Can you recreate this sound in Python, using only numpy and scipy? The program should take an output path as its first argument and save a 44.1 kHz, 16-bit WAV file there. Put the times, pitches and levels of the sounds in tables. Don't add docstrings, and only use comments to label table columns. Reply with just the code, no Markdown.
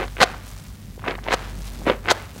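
import sys
import numpy as np
from scipy import signal
from scipy.fft import rfft, irfft, next_fast_len
from scipy.io import wavfile
from scipy.ndimage import map_coordinates

SR = 44100
rng = np.random.default_rng(int(sys.argv[2]) if len(sys.argv) > 2 else 0)


def store_pcm(level_fs):
    pcm = np.round(np.clip(level_fs, -1, 1) * 32767).astype(np.int16)
    wavfile.write(sys.argv[1], SR, np.atleast_2d(pcm).T)


N = 105840
TIME = np.arange(N) / SR
TOP_HZ = 15850
OPEN_S = 0.00032

# pitch_hz, level_db
MUFFLED_TONE = [(70, -35.5), (250, 3.5), (500, 4), (1000, -1.5), (2300, -3.5), (4000, -18), (5500, -27.5),
                (15000, -44)]
# pitch_hz, level_db
SOFT_TONE = [(80, -21), (300, 1), (800, 1.5), (1600, 2), (3000, -5.5), (5000, -11), (8000, -21),
             (15000, -32)]


def amp(db):
    return 10 ** (np.asarray(db) / 20)


def unit(x):
    return x / np.sqrt(np.mean(x ** 2) + 1e-20)


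def add(track, start_s, sound):
    part = track[max(0, round(start_s * SR)):][:len(sound)]
    part += sound[:len(part)]


def curve(rows):
    return np.interp(TIME, *np.transpose(rows))


def wobble(per_s):
    return map_coordinates(rng.standard_normal(2048), [TIME * per_s], mode="wrap")


def coloured(x, tone):
    size = next_fast_len(N + SR // 4)
    hz, db = np.transpose(tone)
    gain = amp(np.interp(np.log(np.fft.rfftfreq(size, 1 / SR) + 1), np.log(hz), db))
    cepstrum = irfft(np.log(gain), size)
    cepstrum[1:size // 2] *= 2
    cepstrum[size // 2 + 1:] = 0
    response = np.exp(rfft(cepstrum, size))
    return unit(irfft(rfft(x, size) * response, size)[:N])


def steady(x):
    power = signal.fftconvolve(x ** 2, np.hanning(SR // 40), "same")
    return unit(x / np.sqrt(np.abs(power) + power.mean() / 20))


def swell(peak_s, rise_s, hold_s, fall_s):
    before = np.maximum(peak_s - TIME, 0) / rise_s
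    after = np.maximum(TIME - peak_s - hold_s, 0) / fall_s
    return amp(-20 * (before + after).clip(0, 4) ** 2)


def ticks(per_s, scatter_db):
    breaks = rng.random(N) < per_s / SR
    return breaks * amp(scatter_db * rng.standard_normal(N)) * rng.choice([-1, 1], N)


def bubbles(count, hz, spread, cycles, scatter_db):
    starts = rng.integers(0, N, count)
    pitch_draw, level_draw = rng.standard_normal((2, count, 1))
    age = np.arange(SR // 100)
    turns = np.minimum(hz * np.exp(spread * pitch_draw), TOP_HZ) * age / SR
    fade = amp(scatter_db * level_draw - 60 * turns / cycles)
    soft_ends = np.minimum(turns, 1) * (1 - age / len(age))
    rings = fade * soft_ends * np.sin(2 * np.pi * turns)
    positions = starts[:, None] + age
    return unit(np.bincount(positions.ravel(), rings.ravel(), N)[:N])


def room_hum():
    # time_s, relative_db
    hum_levels = [(0, -31.5), (.8, -44), (1.0, -43), (1.1, -36), (1.57, -30.5), (2.0, -36.5), (2.3, -45)]
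    # pitch_hz, level_db
    rumble_tone = [(20, -51.5), (45, 0.5), (130, -6), (220, -8.5), (330, -21.5), (700, -29.5),
                   (2000, -48.5), (16000, -40)]

    def wavering(hz):
        return np.sqrt(2) * np.sin(2 * np.pi * hz * TIME + 0.1 * wobble(6))

    hum = amp(curve(hum_levels) - 2.5) * wavering(hz=48.2)
    overtone = amp(-45 + 1.4 * wobble(4.2)) * wavering(hz=97.6)
    rumble = amp(-41) * coloured(rng.standard_normal(N), rumble_tone)
    return hum + overtone + rumble


def fizz():
    # time_s, relative_db
    fizz_levels = [(0, -53), (.13, -54), (.39, -57), (.49, -50), (.62, -53.5), (.8, -57.5), (1.0, -59),
                   (1.22, -58), (1.38, -56), (1.57, -53.5), (1.68, -48.5), (2.0, -57), (2.17, -54.5),
                   (2.32, -55), (2.4, -48.5)]
    # pitch_hz, level_db
    foam_tone = [(200, -1), (600, 6.5), (1500, 6.5), (4000, 3.5), (8000, -1.5), (11000, -5), (15500, -6)]
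    level_db = curve(fizz_levels)
    sizzle_db = 0.4 * (level_db - level_db.max())
    crackle = coloured(ticks(per_s=2400, scatter_db=5), foam_tone)
    sizzle = bubbles(count=450, hz=7440, spread=0.28, cycles=3.7, scatter_db=3)
    return amp(level_db) * (amp(4.5) * crackle + amp(sizzle_db) * sizzle)


def grabs():
    # peak_s, rise_s, fall_s, level_db, pitch_hz
    grips = [(0.018, 0.14, 0.05, -25.5, 690), (1.096, 0.071, 0.064, -27, 812),
             (1.881, 0.027, 0.075, -20.5, 570)]
    out = np.zeros(N)
    for peak_s, rise_s, fall_s, level_db, pitch_hz in grips:
        tear = coloured(ticks(per_s=1700, scatter_db=6.3), MUFFLED_TONE)
        ring = bubbles(count=1400, hz=pitch_hz, spread=0.693, cycles=6, scatter_db=1)
        out += amp(level_db) * swell(peak_s, rise_s, 0, fall_s) * steady(tear + amp(-5) * ring)
    return out


def snaps():
    # start_s, relative_db, pitch_hz
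    films = [(0.032, -24.5, 1820), (.080, -23, 2070), (0.168, -20, 1550), (.182, -19.5, 1550),
             (0.2153, 0.5, 2040), (.2300, 0.5, 1660), (0.237, -15, 4800), (0.3425, -23.5, 1110),
             (.994, -28.5, 1540), (1.020, -35, 1250), (1.041, -23, 1090), (1.0545, -24, 1000),
             (1.0788, -13.5, 1760), (1.0823, -12, 1900), (1.1088, -16, 2040), (1.1528, -20, 1800),
             (1.1884, -27.5, 1200), (1.2397, -27, 3320), (1.2848, -12.5, 1760), (1.2998, -22, 2370),
             (1.328, -9, 1500), (1.3427, -11.5, 3600), (1.8802, -13, 1430), (1.8985, -3, 1610),
             (2.0571, -15.5, 1510), (2.0859, -5.5, 1990), (2.0957, -12.5, 2200), (2.1033, -6.5, 3380),
             (2.1112, -8, 3200)]
    ring_cycles, crack_s = 8.9, 0.014
    out, t = np.zeros(N), TIME[:SR // 20]
    opening = np.minimum(t / OPEN_S, 1)
    for start_s, relative_db, pitch_hz in films:
        treble_cut = signal.butter(5, min(1.815 * pitch_hz, TOP_HZ), fs=SR)
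        noise = unit(signal.lfilter(*treble_cut, rng.standard_normal(len(t))))
        crack = amp(-6 - 60 * t / crack_s) * noise
        ring = np.sin(2 * np.pi * pitch_hz * t) * amp(-60 * t * pitch_hz / ring_cycles)
        add(out, start_s, amp(relative_db + 2) * opening * (ring + crack))
    return out


def squeezes():
    # peak_s, rise_s, hold_s, level_db, spray_rise_s, spray_db
    presses = [(0.214, 0.013, 0.017, -11, 0.028, -21.5), (1.334, 0.033, 0.0044, -19, 0.025, -29),
               (2.107, 0.023, 0.0064, -16, 0.016, -21)]
    # pitch_hz, level_db
    squelch_tone = [(40, -14), (200, -6.5), (500, -3.5), (1900, 1.5), (2600, -6.5), (4200, -6), (6000, -24),
                    (15000, -44)]
    # pitch_hz, level_db
    spray_tone = [(300, -27), (2000, -9), (4200, -1.5), (6500, -2), (9000, -10), (16000, -25)]
    fall_s = 0.014
    crackle = steady(coloured(ticks(per_s=760, scatter_db=8), MUFFLED_TONE))
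    tear = coloured(ticks(per_s=1400, scatter_db=7), squelch_tone)
    ring = bubbles(count=1500, hz=1330, spread=0.467, cycles=16, scatter_db=7.5)
    squelch = steady(tear + amp(-3) * ring)
    spray = steady(coloured(ticks(per_s=1800, scatter_db=6.5), spray_tone))
    out = np.zeros(N)
    for peak_s, rise_s, hold_s, level_db, spray_rise_s, spray_db in presses:
        out += amp(-24.5) * swell(peak_s, 2.8 * rise_s, 0, fall_s) * crackle
        out += amp(level_db) * swell(peak_s, rise_s, hold_s, fall_s) * squelch
        out += amp(spray_db) * swell(peak_s + hold_s, spray_rise_s, 0, fall_s) * spray
    return out


def gulps():
    # start_s, level_db, pitch_hz, ring_s (time to fade 60 dB)
    pockets = [(0.2145, -10, 1190, 0.025), (.2195, -5, 770, 0.043), (.2300, 1, 750, 0.022),
               (0.2377, -4, 487, 0.012), (.978, -24.5, 473, 0.011), (1.071, -16, 617, 0.025),
               (1.0818, -13, 412, 0.02), (1.1825, -25, 820, 0.018), (1.266, -23, 920, 0.049),
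               (1.2845, -14, 673, 0.035), (1.3405, 0, 664, 0.0051), (1.583, -24.5, 185, 0.067),
               (1.819, -20, 680, 0.0065), (1.8675, -8.5, 595, 0.013), (1.8703, -6.5, 323, 0.026),
               (1.8799, -8, 475, 0.015), (1.898, -0.5, 522, 0.018), (1.9135, -10, 474, 0.017),
               (2.1100, -4.5, 880, 0.028), (2.1160, 0, 605, 0.014), (2.3627, -26.5, 560, 0.013)]
    sag = 0.16
    out, t = np.zeros(N), TIME[:SR // 10]
    opening = 1 - np.exp(-t / OPEN_S)
    for start_s, level_db, pitch_hz, ring_s in pockets:
        sagging_hz = pitch_hz * (1 - sag * np.minimum(t / ring_s, 1))
        ring = np.sin(2 * np.pi * np.cumsum(sagging_hz) / SR)
        add(out, start_s, amp(level_db - 60 * t / ring_s) * opening * ring)
    return out


def seeping():
    # peak_s, rise_s, level_db, fall_s
    seeps = [(.25, 0.024, -37, 0.21), (1.41, 0.14, -38.5, 0.18), (2.129, 0.027, -37, 0.2)]
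    flow, linger = np.zeros((2, N))
    for peak_s, rise_s, level_db, fall_s in seeps:
        flow += amp(level_db) * swell(peak_s, rise_s, 0, fall_s)
        linger += amp(level_db - 17.5) * swell(peak_s + fall_s, fall_s, 0, 2 * fall_s)
    pops = bubbles(count=400, hz=1220, spread=0.53, cycles=2.7, scatter_db=2.5)
    crackle = steady(coloured(ticks(per_s=1600, scatter_db=4), SOFT_TONE))
    return flow * crackle + linger * pops


def churning():
    # peak_s, rise_s, level_db, fall_s
    pushes = [(1.58, 0.16, -44, 0.044), (1.85, 0.22, -39.5, 0.18), (2.39, 0.079, -41.5, 0.092)]
    # pitch_hz, level_db
    churn_tone = [(60, -18), (200, 9.5), (600, -4.5), (3000, -30), (15000, -36)]
    motion = np.zeros(N)
    for peak_s, rise_s, level_db, fall_s in pushes:
        motion += amp(level_db) * swell(peak_s, rise_s, 0, fall_s)
    return motion * steady(coloured(ticks(per_s=380, scatter_db=4.5), churn_tone))


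def echoes(sound, fade_s, room_db):
    t = TIME[:SR // 2]
    noise = coloured(rng.standard_normal(N), SOFT_TONE)[:len(t)]
    tail = noise * amp(-60 * t / fade_s) * (t > 0.002)
    answer = amp(room_db) * tail / np.linalg.norm(tail)
    for delay_s in rng.uniform(0.00143, 0.0066, size=6):
        add(answer, delay_s, amp(-20) * np.hanning(7) / 3)
    return signal.fftconvolve(sound, answer)[:N]


def scene():
    bass_cut = signal.butter(2, 122, "high", fs=SR)
    sponge = signal.lfilter(*bass_cut, grabs() + squeezes() + snaps() + gulps())
    echo = echoes(sponge, fade_s=0.39, room_db=-25.5)
    return (sponge + echo + seeping() + churning() + fizz() + room_hum())[None]


def record(dry):
    rounded = dry / (1 + np.abs(dry) ** 6) ** (1 / 6)
    size = next_fast_len(N + SR // 4)
    kept = np.fft.rfftfreq(size, 1 / SR) < TOP_HZ
    return irfft(rfft(rounded, size) * kept, size)[..., :N]


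dry = scene()
out = record(dry)
store_pcm(out)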